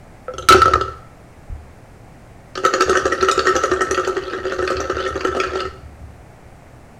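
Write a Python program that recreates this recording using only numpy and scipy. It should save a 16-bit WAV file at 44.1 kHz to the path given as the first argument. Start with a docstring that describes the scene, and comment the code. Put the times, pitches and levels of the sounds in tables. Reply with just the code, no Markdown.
"""Dice in a plastic tumbler.

Dice drop into a stiff tumbler standing on a table, bounce and settle; then it is shaken hard for
three seconds. Each contact rings modes of the base, the wall and the dice. The table booms softly
under the arm, a small room rings behind, and the nearby microphone clips on the hardest hits."""
import sys
import numpy as np
from scipy import signal
from scipy.fft import rfft, irfft, next_fast_len
from scipy.io import wavfile

SR = 44100
rng = np.random.default_rng(int(sys.argv[2]) if len(sys.argv) > 2 else 0)


def inscribe(sig):
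    """Save sig as 16-bit PCM at rate SR to the path in sys.argv[1].

    A 1-D sig is mono; a 2-D sig holds one channel per row.
    Samples are clipped to [-1, 1] before scaling.
    """
    pcm = np.round(np.clip(np.atleast_2d(sig).T, -1, 1) * 32767)
    wavfile.write(sys.argv[1], SR, pcm.astype(np.int16))


N = 308259
CARRY_S = 1.499  # tumbler brought across, between drop and shake

# dice landing in the standing tumbler: (time [s], level [dB], wall over base [dB])
LANDINGS = [(.337, -30.5, -3), (.382, -26, 1.5), (0.427, -31, 1), (.487, -6, 20), (.504, -7, -4.5),
            (.524, -6, 17.5), (.544, -13, -13.5), (.582, -16.5, -3.5), (.618, -12, 18), (.656, -11, 9),
            (0.679, -15.5, -2), (.711, -22.5, -3), (.735, -9, 11), (.755, -16.5, -3), (.810, -17, 2.5),
            (.881, -29.5, 3)]
# heap hitting the shaken tumbler as the hand turns: (time [s], level [dB], wall over base [dB])
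HEAP_HITS = [(2.575, -27.5, -4), (2.635, -25, -8), (2.65, -9, 4.5), (2.737, -15.5, 1), (2.807, -10.5, 1),
             (2.88, -25, -15), (2.894, -13.5, -8), (2.93, -18.5, 8), (2.953, -15.5, 10), (2.972, -19.5, -8),
             (3.055, -13.5, -4), (3.122, -15.5, 3), (3.226, -13, 2), (3.285, -13.5, 8.5),
             (3.377, -15, -5.5), (3.454, -20, -1), (3.47, -11, 3.5), (3.553, -15, -3), (3.636, -12.5, 1.5),
             (3.715, -14.5, -3.5), (3.808, -14, 3.5), (3.82, -28, -3), (3.91, -17, -5), (3.976, -14.5, 2.5),
             (4.074, -19, -6), (4.167, -17.5, -6), (4.333, -20.5, -2), (4.452, -22, -5), (4.521, -18, -1),
             (4.589, -20.5, -6), (4.625, -19, -4), (4.703, -16.5, -3), (4.802, -22.5, -8),
             (4.898, -18, -5.5), (4.967, -20.5, -3), (5.063, -21.5, 5), (5.155, -21.5, -6),
             (5.249, -12.5, -3), (5.348, -22, -10), (5.368, -19.5, -11), (5.435, -28, 12), (5.534, -24, -8),
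             (5.555, -22, -6), (5.652, -24, 0)]
# die against die: (time [s], level [dB], edge crack over clack [dB])
DIE_HITS = [(.337, -46.5, -1), (.382, -28.5, -1.5), (0.424, -34, -11), (.487, -4, -4), (0.522, -8.5, -17),
            (.618, -21, -19), (0.811, -27, -12.5), (2.554, -26.5, -9.5), (2.575, -28, -8),
            (2.737, -21.5, -3), (2.808, -16.5, -19), (2.82, -26.5, 4), (2.895, -26.5, 5),
            (2.971, -24.5, 2.5), (3.21, -23, -19), (3.285, -22, -21), (3.313, -18.5, 0),
            (3.392, -16.5, -18), (3.563, -24.5, 4), (3.91, -29.5, 9.5), (3.945, -23, -11),
            (4.048, -27, -13), (4.074, -36.5, 6), (4.676, -20.5, -16), (4.768, -25, -25),
            (4.803, -39.5, 13.5), (5.003, -31, -12), (5.208, -25, -13), (5.4, -16, -14),
            (5.435, -26.5, -11), (5.604, -22.5, -18)]
# a die rolling along the wall: (start [s], end [s], level [dB])
ROLLS = [(4.216, 4.335, -36.5), (4.459, 4.505, -35), (4.975, 5.07, -32), (5.409, 5.47, -35),
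         (5.557, 5.6, -31.5)]
# vigour of the shaking: (time [s], level [dB])
EFFORT = [(2.65, -0.5), (3.6, 1.5), (4.0, -3.5), (4.25, -6), (4.7, -2.5), (5.62, -3.5)]
# arm's push on the table: (time [s], level [dB])
ARM_WEIGHT = [(2.86, -29), (3.2, -31.5), (3.88, -30.5), (4.1, -39), (4.4, -36.5), (4.76, -27.5), (5.1, -31),
              (6.0, -32.5)]
# tumbler base: (frequency [Hz], level [dB], t60 [s])
BASE_MODES = [(285, -3, 0.01), (377.6, 1.5, 0.068), (523, -3.5, 0.063), (720, -2.5, 0.01)]
# tumbler wall: (frequency [Hz], level [dB], t60 [s])
WALL_MODES = [(1228, 0.5, 0.013), (1318.4, 1.5, 0.056), (1522, -4.5, 0.014), (1845, -7, 0.025)]
# body of a die: (frequency [Hz], level [dB], t60 [s])
CLACK_MODES = [(2775, 6.45, 0.0078), (3414, 2.05, 0.01), (4410, 7.4, 0.0058)]
# hard edges of a die: (frequency [Hz], level [dB], t60 [s])
CRACK_MODES = [(5725, 0, 0.0074), (6610, 3, 0.0034), (8130, -3.5, 0.0015), (12400, -12.5, 0.0013)]
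# table top: (frequency [Hz], level [dB], t60 [s])
TABLE_MODES = [(73.34, 3, 0.56), (90.3, -8.5, 0.32), (108.1, -1, 0.29)]
# room reverberation: (band centre [Hz], level [dB], t60 [s])
REVERB_BANDS = [(150, -5, 0.36), (507, -3, 0.5), (1400, -4, 0.57), (5960, -5, 0.54), (13000, 0.5, 0.35)]
# background noise: (frequency [Hz], relative density [dB])
ROOM_TONE_SPECTRUM = [(30, -1), (70, -1), (120, 0.5), (200, -7), (450, -11.5), (750, -9.5), (950, -17.5),
                      (2200, -22), (3300, -34.5), (9000, -35.5), (11000, -42), (16000, -47)]


def shake(edge_db_per_db=1.5):
    """Dice thrown about the shaken tumbler; edges crack more sharply with effort."""
    hit_effort_db = effort_db(np.array(HEAP_HITS)[:, 0])
    main = knocks(HEAP_HITS, clack_db=-14.5, crack_db=-15.5 + edge_db_per_db * hit_effort_db)
    leaders = neighbours(main, -0.0083, -0.00196, softer_db=-11.5, spread_db=0.0, count=1)
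    # followers hit other dice more than the tumbler
    followers = neighbours(main, .005, .024, softer_db=[-14.0, -12.5, -7.5, -6.0], spread_db=3.5, count=2)
    meetings = clacks([row for row in DIE_HITS if row[0] > CARRY_S], base_db=-2.5, wall_db=0.0)
    loose = tumbling(levels_db=[-27.5, -26.0, -39, -48.5], effort_db_per_db=[0.42, 0.95, 0.59, 0.89])
    rolls = clacks(rolling(), base_db=-0.5, wall_db=0.5)
    hits = np.vstack([main, leaders, followers, meetings, loose, rolls])
    return dice(hits, WALL_MODES, wall_chatter=1.0, wall_top_hz=2240)


def drop(side_modes_db=-13.0):
    """Dice land in the tumbler; standing free, its wall rings mostly in the main mode."""
    strongest_db = max(db for hz, db, t60 in WALL_MODES)
    wall_modes = [(hz, db + side_modes_db * (db < strongest_db), t60) for hz, db, t60 in WALL_MODES]
    landings = knocks(LANDINGS, clack_db=-17.5, crack_db=-23)
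    meetings = clacks([row for row in DIE_HITS if row[0] < CARRY_S], base_db=-12, wall_db=-16)
    return dice(np.vstack([landings, meetings]), wall_modes, wall_chatter=0.026, wall_top_hz=1870)


def knocks(rows, clack_db, crack_db):
    """Die on tumbler: the landing spot divides the blow between base and wall. Returns hits."""
    s, db, tilt_db = np.transpose(rows)
    return np.column_stack([s, db - tilt_db / 2, db + tilt_db / 2, db + clack_db, db + crack_db])


def clacks(rows, base_db, wall_db):
    """Die on die: part of the blow passes to the tumbler. Returns hits."""
    s, db, edge_db = np.transpose(rows)
    return np.column_stack([s, db + base_db, db + wall_db, db, db + edge_db])


def neighbours(hits, earliest_s, latest_s, softer_db, spread_db, count):
    """The heap is loose: softer hits land around each main one."""
    others = np.repeat(hits, count, axis=0)
    others[:, 0] += rng.uniform(earliest_s, latest_s, len(others))
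    others[:, 1:] += np.array(softer_db) + spread_db * rng.standard_normal(others[:, 1:].shape)
    return others


def tumbling(levels_db, effort_db_per_db, per_s=60, spread_db=1.5, flight_s=.03, flight_db=-1.5):
    """Light hits that rise with effort and dip before each main blow, when most dice are airborne."""
    s = np.arange(EFFORT[0][0], EFFORT[-1][0], 1 / per_s)
    s = s + rng.uniform(0, 1 / per_s, len(s))
    wait_s = np.array(HEAP_HITS)[:, 0] - s[:, None]
    in_air = ((wait_s > 0) & (wait_s < flight_s)).any(axis=1, keepdims=True)
    db = np.array(levels_db) + np.outer(effort_db(s), effort_db_per_db) + flight_db * in_air
    return np.column_stack([s, db + spread_db * rng.standard_normal(db.shape)])


def rolling(ticks_per_s=66, edge_db=-19, spread_db=1.0):
    """A rolling die ticks once per face. Columns as DIE_HITS."""
    return [(s + rng.uniform(0, .5) / ticks_per_s, db + spread_db * rng.normal(), edge_db)
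            for start_s, end_s, db in ROLLS for s in np.arange(start_s, end_s, 1 / ticks_per_s)]


def effort_db(times_s):
    """Vigour of the shaking at these times."""
    return np.interp(times_s, *np.transpose(EFFORT))


def dice(hits, wall_modes, wall_chatter, wall_top_hz):
    """Each hit rings four parts: (time [s], base [dB], wall [dB], clack [dB], crack [dB])."""
    s, base_db, wall_db, clack_db, crack_db = np.transpose(hits)
    base = blows(s, base_db, BASE_MODES, bandpass(193, 1016),
                 chatter_s=0.0041, chatter=0.43, spread_db=2.5, detune=0.0095)
    wall = blows(s, wall_db, wall_modes, bandpass(1150, wall_top_hz),
                 chatter_s=0.0033, chatter=wall_chatter, spread_db=6.0, detune=0.0054)
    clack = blows(s, clack_db, CLACK_MODES, bandpass(1100, 4830),
                  chatter_s=0.0019, chatter=2.2, spread_db=4.5, detune=0.056)
    crack = blows(s, crack_db, CRACK_MODES, bandpass(2700, 11600),
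                  chatter_s=0.0024, chatter=6.0, spread_db=2.0, detune=0.052)
    return base + wall + clack + crack


def empty_knock(at_s=.282, base_db=-21, wall_db=-25, base_hz=508, base_t60_s=0.15):
    """Light hollow knock on the empty tumbler, with no dice to damp it."""
    band = bandpass(460, 1840)
    base = blows([at_s], [base_db], [(base_hz, 0, base_t60_s)], band)
    wall = blows([at_s], [wall_db], [WALL_MODES[1]], band)
    return base + wall


def blows(times_s, levels_db, modes, band, **touch):
    """All contacts on one part, laid out in time."""
    out = np.zeros(N)
    for s, db in zip(times_s, levels_db):
        sound = contact(modes, band, **touch)
        start = int(s * SR)
        out[start:start + len(sound)] += from_db(db) * sound[:N - start]
    return out


def contact(modes, band, chatter_s=0.0023, chatter=0, spread_db=0, detune=0, onset_s=0.0078):
    """An impulse and a brief swell of chatter drive the modes; normalised over the onset."""
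    t = np.arange(SR // 10) / SR
    grit = rng.standard_normal(len(t)) * np.sqrt(t) * np.exp(-t / chatter_s)
    force = chatter * grit / np.linalg.norm(grit)
    force[0] += 1
    sound = np.zeros(len(t))
    # level and pitch vary with the landing spot; adjacent modes swing in opposite senses
    for k, (hz, db, t60_s) in enumerate(modes):
        gain = (-1) ** k * from_db(db + spread_db * rng.normal())
        sound += gain * ring(force, hz * (1 + detune * rng.normal()), t60_s)
    sound = signal.sosfilt(band, sound)
    onset_power = np.average(sound ** 2, weights=np.exp(-(t / onset_s) ** 2))
    return sound / np.sqrt(2 * onset_power)


def ring(force, hz, t60_s):
    """One damped mode; a unit impulse rings at amplitude 1."""
    radius, angle = from_db(-60 / (t60_s * SR)), 2 * np.pi * hz / SR
    pole_real = radius * np.cos(angle)
    return signal.lfilter([1, -pole_real], [1, -2 * pole_real, radius ** 2], force + 1e-18)


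def bandpass(low_hz, high_hz):
    """A part radiates poorly outside its own range."""
    return signal.butter(2, [low_hz, high_hz], "band", fs=SR, output="sos")


def from_db(db):
    """Decibels to gain."""
    return 10 ** (np.asarray(db) / 20)


def table(landing_db=-16, landing_db_per_db=.7, thud_db=-19.0):
    """The top booms under dice and arm, with one deeper thud as the tumbler is brought across."""
    landings = [(s, landing_db + landing_db_per_db * db) for s, db, _ in LANDINGS]
    thud = push([(CARRY_S, thud_db)], cutoff_hz=88)
    force = push(np.vstack([landings, arm_swings()]), cutoff_hz=150) + 0.44 * thud
    boom = sum((-1) ** k * from_db(db) * ring(force, hz, t60_s)
               for k, (hz, db, t60_s) in enumerate(TABLE_MODES))
    return ring(thud, hz=38, t60_s=0.18) + signal.sosfilt(bandpass(44, 470), boom)


def arm_swings(start_s=2.86, period_s=.167, slowing_s=.00045, count=19):
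    """One push on the table per swing, slowing a little: (time [s], level [dB])."""
    k = np.arange(count)
    s = start_s + period_s * k + slowing_s * k ** 2
    return np.column_stack([s, np.interp(s, *np.transpose(ARM_WEIGHT))])


def push(rows, cutoff_hz):
    """Padded blows: low-passed impulses from (time [s], level [dB])."""
    force = np.zeros(N)
    for s, db in rows:
        force[int(s * SR)] += from_db(db)
    return signal.sosfilt(signal.butter(2, cutoff_hz, fs=SR, output="sos"), force)


def room(source, patterns=6, patterns_per_s=20):
    """The source keeps moving, so reflection patterns crossfade in a cycle."""
    place = np.arange(N) / SR * patterns_per_s
    echoes = np.zeros(N)
    for k in range(patterns):
        nearness = np.clip(1 - np.abs((place - k) % patterns - 1), 0, 1)
        echoes += signal.oaconvolve(source * np.sin(np.pi / 2 * nearness), reflections())[:N]
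    return echoes


def reflections(first_echo_s=.005, early_db=11.5, early_decay_s=.009):
    """Dense reflections, strongest from near surfaces, decaying band by band."""
    t = np.arange(next_fast_len(SR * 2 // 3)) / SR
    hz = np.fft.rfftfreq(len(t), 1 / SR)
    white = rfft(rng.standard_normal(len(t)))
    log_centres = np.log([row[0] for row in REVERB_BANDS])
    arrival = (t > first_echo_s) * (1 + from_db(early_db) * np.exp(-t / early_decay_s))
    response = np.zeros(len(t))
    for share, (_, db, t60_s) in zip(np.eye(len(REVERB_BANDS)), REVERB_BANDS):
        fade = arrival * from_db(-60 * t / t60_s)
        band = irfft(white * np.interp(np.log(hz + 1), log_centres, share), len(t))
        response += from_db(db) * band * fade / np.linalg.norm(fade)
    return response


def room_tone(noise_db=-42, hum_hz=119, hum_db=-52.0):
    """Steady rumble and hiss with a faint hum."""
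    hz = np.fft.rfftfreq(N, 1 / SR)
    knots_hz, knots_db = np.transpose(ROOM_TONE_SPECTRUM)
    shape_db = np.interp(np.log(hz + 1e-9), np.log(knots_hz), knots_db)
    noise = irfft(rfft(rng.standard_normal(N)) * from_db(shape_db), N)
    hum = np.sin(2 * np.pi * hum_hz * np.arange(N) / SR)
    return from_db(noise_db) * noise / noise.std() + from_db(hum_db) * hum


def scene(drop_room_db=0.15, shake_room_db=0.92):
    """Mono mix; the tumbler stirs the room less standing than lifted."""
    standing = drop() + empty_knock()
    lifted = shake()
    echoes = room(from_db(drop_room_db) * standing + from_db(shake_room_db) * lifted)
    return (standing + lifted + echoes + table() + room_tone())[None]


def record(dry, clip_level=0.66, cutoff_hz=16100):
    """Microphone overload: hard clip, then a steep low-pass."""
    clipped = np.clip(dry, -clip_level, clip_level)
    return signal.sosfilt(signal.ellip(10, .1, 80, cutoff_hz, fs=SR, output="sos"), clipped)


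dry = scene()
out = record(dry)
inscribe(out)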